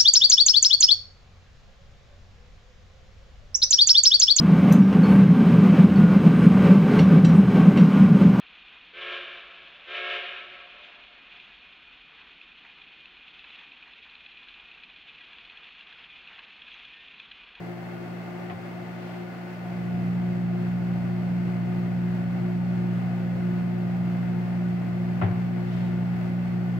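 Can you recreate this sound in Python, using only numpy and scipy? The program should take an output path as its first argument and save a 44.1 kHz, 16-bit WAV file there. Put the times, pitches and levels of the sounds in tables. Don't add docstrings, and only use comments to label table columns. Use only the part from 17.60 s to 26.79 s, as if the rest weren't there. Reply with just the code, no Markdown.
import sys
import numpy as np
from scipy import signal
from scipy.fft import rfft, irfft
from scipy.io import wavfile
from scipy.ndimage import map_coordinates

SR = 44100
rng = np.random.default_rng(int(sys.argv[2]) if len(sys.argv) > 2 else 0)


def digitize_waveform(pressure):
    field = np.atleast_2d(pressure).T
    bounded = np.clip(field, -1, 1)
    quanta = np.round(bounded * 32767).astype(np.int16)
    wavfile.write(sys.argv[1], SR, quanta)


N = 405279
TIME = np.arange(N) / SR
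FREQS = np.maximum(np.fft.rfftfreq(N, 1 / SR), 1)
MAINS_HZ = 59.974
MAINS_PHASE = 2 * np.pi * MAINS_HZ * TIME

# start_s, gain_db, tilt_db_per_octave, loss_per_rebound_db
BUMPS = [(0.898, -7, 1.2, 5), (7.614, 1.5, -0.8, 2)]


def undb(db):
    return 10 ** (np.asarray(db) / 20)


def spectrum(rows, freqs=FREQS, column=1):
    rows = np.array(rows, float)
    return np.interp(np.log(freqs), np.log(rows[:, 0]), rows[:, column])


def colour(noise, db):
    return irfft(rfft(noise) * undb(db) * np.sqrt(SR / 2), N)


def wander(rate_hz):
    points = rng.standard_normal(1024)
    return 1.3 * map_coordinates(points, [TIME * rate_hz], order=3, mode="wrap")


def decay(age, t60):
    return np.exp(-np.log(1000) * age / t60)


def swell(peak_s, width_s):
    return np.exp(-((TIME - peak_s) / width_s) ** 2)


def tone(phase, left_db, right_db, left_lead=0):
    phase = phase + rng.uniform(0, 2 * np.pi)
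    left = undb(left_db) * np.sin(phase + left_lead)
    right = undb(right_db) * np.sin(phase)
    return np.sqrt(2) * np.array([left, right])


def transformer_hum(waver_db=0.5, trim_db=-0.2):
    # mains_multiple, left_db, right_db, left_lead_rad
    partials = [(1, -56, -66, -1.2), (2, -32, -35, -0.7), (3, -51, -50, -0.3), (4, -42, -45, -0.9),
                (5, -54, -59, 0.2), (6, -50, -55, 0.4), (7, -62, -62, -0.2), (8, -65, -68, 0.7),
                (10, -62, -70, 0.8), (12, -61, -57, 0.6), (13, -62, -62, -0.1), (19, -70, -79, 0.4),
                (28, -66, -78, -1.0), (30, -63, -77, -2.4), (32, -69, -70, -2.3), (34, -79, -70, -1.8),
                (59, -77, -91, -1.2), (65, -78, -83, 2.1), (71, -89, -85, 0.8), (77, -83, -89, -0.2)]
    level = undb(trim_db + waver_db * wander(2.9))
    return level * sum(tone(k * MAINS_PHASE, *stereo) for k, *stereo in partials)


def fan_shaft(running_hz=44.57, shortfall_hz=1.1, settle_s=0.72, wobble=0.0012):
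    speed_hz = running_hz - shortfall_hz * np.exp(-TIME / settle_s)
    return 2 * np.pi * np.cumsum(speed_hz * (1 + wobble * wander(9))) / SR


def fan_blades(angle, blade_flutter_db=0.43, overtone_flutter_db=2):
    # shaft_multiple, left_db, right_db, left_lead_rad
    partials = [(3, -47, -49, -0.7), (4, -28, -27, -0.4), (5, -60, -55, -0.0), (6, -65, -66, 1.0),
                (7, -59, -55, -0.9), (8, -42, -53, -1.6), (12, -61, -66, 0.4), (15, -62, -64, 0.5),
                (16, -59, -61, 0.7), (18, -71, -61, 0.8), (20, -60, -66, 0.7), (33, -64, -70, 0)]
    out = 0
    for k, *stereo in partials:
        flutter_db = blade_flutter_db if k == 4 else overtone_flutter_db
        out += tone(k * angle, *stereo) * undb(flutter_db * wander(8))
    return out


def vent_air(angle, flicker_db=0.43, chop=0.056):
    # freq_hz, left_db_per_hz, right_db_per_hz
    rush = [(22, -91, -98), (50.6, -75.5, -75.5), (104, -68, -69.5), (171, -60.5, -57), (220, -71, -66.5),
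            (293, -68, -68.5), (468, -76, -77), (654, -73, -74), (960, -79, -81.5), (2060, -79.5, -83.5),
            (3340, -92, -93), (5900, -102, -105), (9150, -108, -111), (15000, -106, -111)]
    # centre_hz, width_hz, left_db, right_db
    resonances = [(386, 17, 1, -5), (493, 21, -2.5, -5), (540, 34, 5, 0), (651, 54, 4, 1.5),
                  (720, 48, 5.5, 3), (777.5, 44, 3.5, 8), (832, 54, -11, 3.5), (884, 28, 7, 3),
                  (1035, 47, -3, 5.5), (1235, 130, 4.5, 0), (1308, 48, -7.5, 1), (1448, 89, 7, 2),
                  (2088, 120, 3, 5.5), (2370, 70, -2.5, -1.5), (2630, 260, 0, 6), (3800, 350, -1.5, -3),
                  (4320, 130, 5.5, 1.5), (4750, 300, 3, 2), (7950, 390, -2, 5.5), (9200, 570, -3.5, -2)]
    # freq_hz, correlation
    correlation = [(60, 0.95), (150, .92), (300, 0.75), (650, 0.54), (1000, 0.2), (1500, 0.17),
                   (4000, 0.042)]
    likeness = spectrum(correlation)
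    centre = rfft(rng.standard_normal(N))
    sides = rfft(rng.standard_normal((2, N)))
    noise = irfft(np.sqrt(likeness) * centre + np.sqrt(1 - likeness) * sides, N)
    noise *= 1 + chop * (np.cos(angle) + np.sin(2 * angle))
    shape_db = np.array([spectrum(rush, column=1), spectrum(rush, column=2)])
    for hz, width_hz, left_db, right_db in resonances:
        bell = np.exp(-2 * ((FREQS - hz) / width_hz) ** 2)
        shape_db += np.outer([left_db, right_db], bell)
    return colour(noise, shape_db) * undb(flicker_db * wander(12))


def rebounds(start_s, db, loss_db, count=8, first_gap_s=0.008, gap_growth=1.28):
    gaps = first_gap_s * gap_growth ** np.arange(count - 1)
    delays = np.append(0, np.cumsum(gaps))
    return [(start_s + delay, db - k * loss_db) for k, delay in enumerate(delays)]


def load_knocks(crack_t60=0.068, room_t60=0.25, room_db=-11, ring_db=-1, right_db=-3):
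    # pitch_hz, level_db, t60_s
    modes = [(382.4, -37, .35), (587, -33, 0.096), (714, -29.5, 0.18), (807, -41.5, 0.25),
             (1048, -37, 0.17), (1155, -39, 0.17), (1370, -36.5, 0.11), (1650, -50.5, 0.2), (2004, -47, .2),
             (2600, -56, 0.28)]
    # freq_hz, level_db_per_hz
    panels = [(40, -68.5), (200, -57), (480, -62.5), (720, -56.5), (1000, -63), (1350, -63), (2200, -68),
              (3500, -81), (6000, -108.5), (12000, -112)]
    out = np.zeros((2, N))
    for bump_s, bump_db, tilt, loss_db in BUMPS:
        clatter = np.zeros((2, N))
        for start_s, blow_db in rebounds(bump_s, bump_db, loss_db):
            onset = int(start_s * SR)
            span = slice(onset, onset + SR)
            age = TIME[span] - TIME[onset]
            for hz, mode_db, t60 in modes:
                phase = rng.uniform(0, 2 * np.pi) + rng.uniform(-0.82, 1, (2, 1))
                gain = undb(blow_db + ring_db + mode_db + tilt * np.log2(hz / 1000))
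                envelope = (1 - np.exp(-age * hz)) * decay(age, t60)
                out[:, span] += gain * envelope * np.sin(2 * np.pi * hz * age + phase)
            tail = decay(age, crack_t60) + undb(room_db) * decay(age, room_t60)
            clatter[:, span] += undb(blow_db) * tail * rng.standard_normal((2, len(age)))
        out += colour(clatter, spectrum(panels) + tilt * np.log2(FREQS / 1000))
    return out * undb([[0], [right_db]])


def wall_booms(pitch_hz=104.2, gain_db=-10.5, rise_s=0.03, t60=0.31, right_db=-3):
    out = 0
    for start_s, bump_db, *_ in BUMPS:
        age = np.maximum(TIME - start_s, 0)
        envelope = (1 - np.exp(-(age / rise_s) ** 2)) * decay(age, t60)
        out += undb(bump_db + gain_db) * envelope * np.sin(2 * np.pi * pitch_hz * age)
    return out * undb([[0], [right_db]])


def turntable_scrapes(delay_s=0.52, gap_s=0.14, width_s=0.09, second_db=-4, right_db=-2):
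    # freq_hz, level_db_per_hz
    friction = [(30, -85), (55, -68), (120, -82.5), (1500, -91), (3000, -86.5), (4500, -96), (6000, -104),
                (10000, -114), (14000, -126)]
    contact = 0
    for start_s, bump_db, *_ in BUMPS:
        peak_s = start_s + delay_s
        rubs = swell(peak_s, width_s) + undb(second_db) * swell(peak_s + gap_s, width_s)
        contact += undb(0.35 * bump_db) * rubs
    rubbing = rng.standard_normal((2, N)) * contact * undb(wander(70))
    return colour(rubbing, spectrum(friction)) * undb([[0], [right_db]])


def mains_buzz(right_db=-7):
    # freq_hz, level_db_per_hz
    rattle = [(900, -105), (1800, -91), (3000, -104), (5000, -104), (6500, -108), (9000, -117),
              (12000, -117), (13500, -109), (15500, -109)]
    period = round(SR / MAINS_HZ)
    cycle = rng.standard_normal((2, period))
    looped = cycle[:, np.arange(N) % period]
    return colour(looped, spectrum(rattle)) * undb([[0], [right_db]])


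def motor_whine(angle, right_db=-4):
    # mains_multiple, shaft_multiple, level_db
    sidebands = [(2, 5, -57.5), (2, 10, -63), (4, 1, -56.5), (4, 2, -63), (6, -6, -55.5), (6, 5, -69),
                 (6, 6, -65)]
    return sum(tone(m * MAINS_PHASE + k * angle, db, db + right_db) for m, k, db in sidebands)


def brief_ring(peak_s=5.66, width_s=0.16, pitch_hz=525, level_db=-50):
    return tone(2 * np.pi * pitch_hz * TIME, level_db, level_db) * swell(peak_s, width_s)


def fridge_drone(pitch_hz=58.9):
    return tone(2 * np.pi * pitch_hz * TIME, left_db=-61, right_db=-69)


def scene():
    angle = fan_shaft()
    electrics = transformer_hum() + mains_buzz()
    cooling = fan_blades(angle) + motor_whine(angle) + vent_air(angle) + brief_ring()
    load = load_knocks() + wall_booms() + turntable_scrapes()
    return electrics + cooling + load + fridge_drone()


def record(dry, opens_s=1.954, ramp_s=0.44, fade_s=0.003, top_hz=15750):
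    # freq_hz, weight
    shelf = [(55, 1.3), (120, 1.24), (180, 1.21), (240, 0.77), (330, 0.15), (480, 0.018)]
    freqs, times, frames = signal.stft(dry, SR, nperseg=2048)
    ramp_db = np.interp(times, [opens_s, opens_s + ramp_s], [-9.5, 0.2])
    shelf_db = np.outer(spectrum(shelf, np.maximum(freqs, 1)), ramp_db)
    _, shelved = signal.istft(frames * undb(shelf_db), SR, nperseg=2048)
    edge_s = np.minimum(TIME, TIME[::-1])
    fade = np.sin(np.pi / 2 * np.minimum(edge_s / fade_s, 1)) ** 2
    lowpass = signal.ellip(12, 0.1, 80, top_hz, fs=SR, output="sos")
    return signal.sosfilt(lowpass, shelved[:, :N] * fade)


dry = scene()
out = record(dry)
digitize_waveform(out)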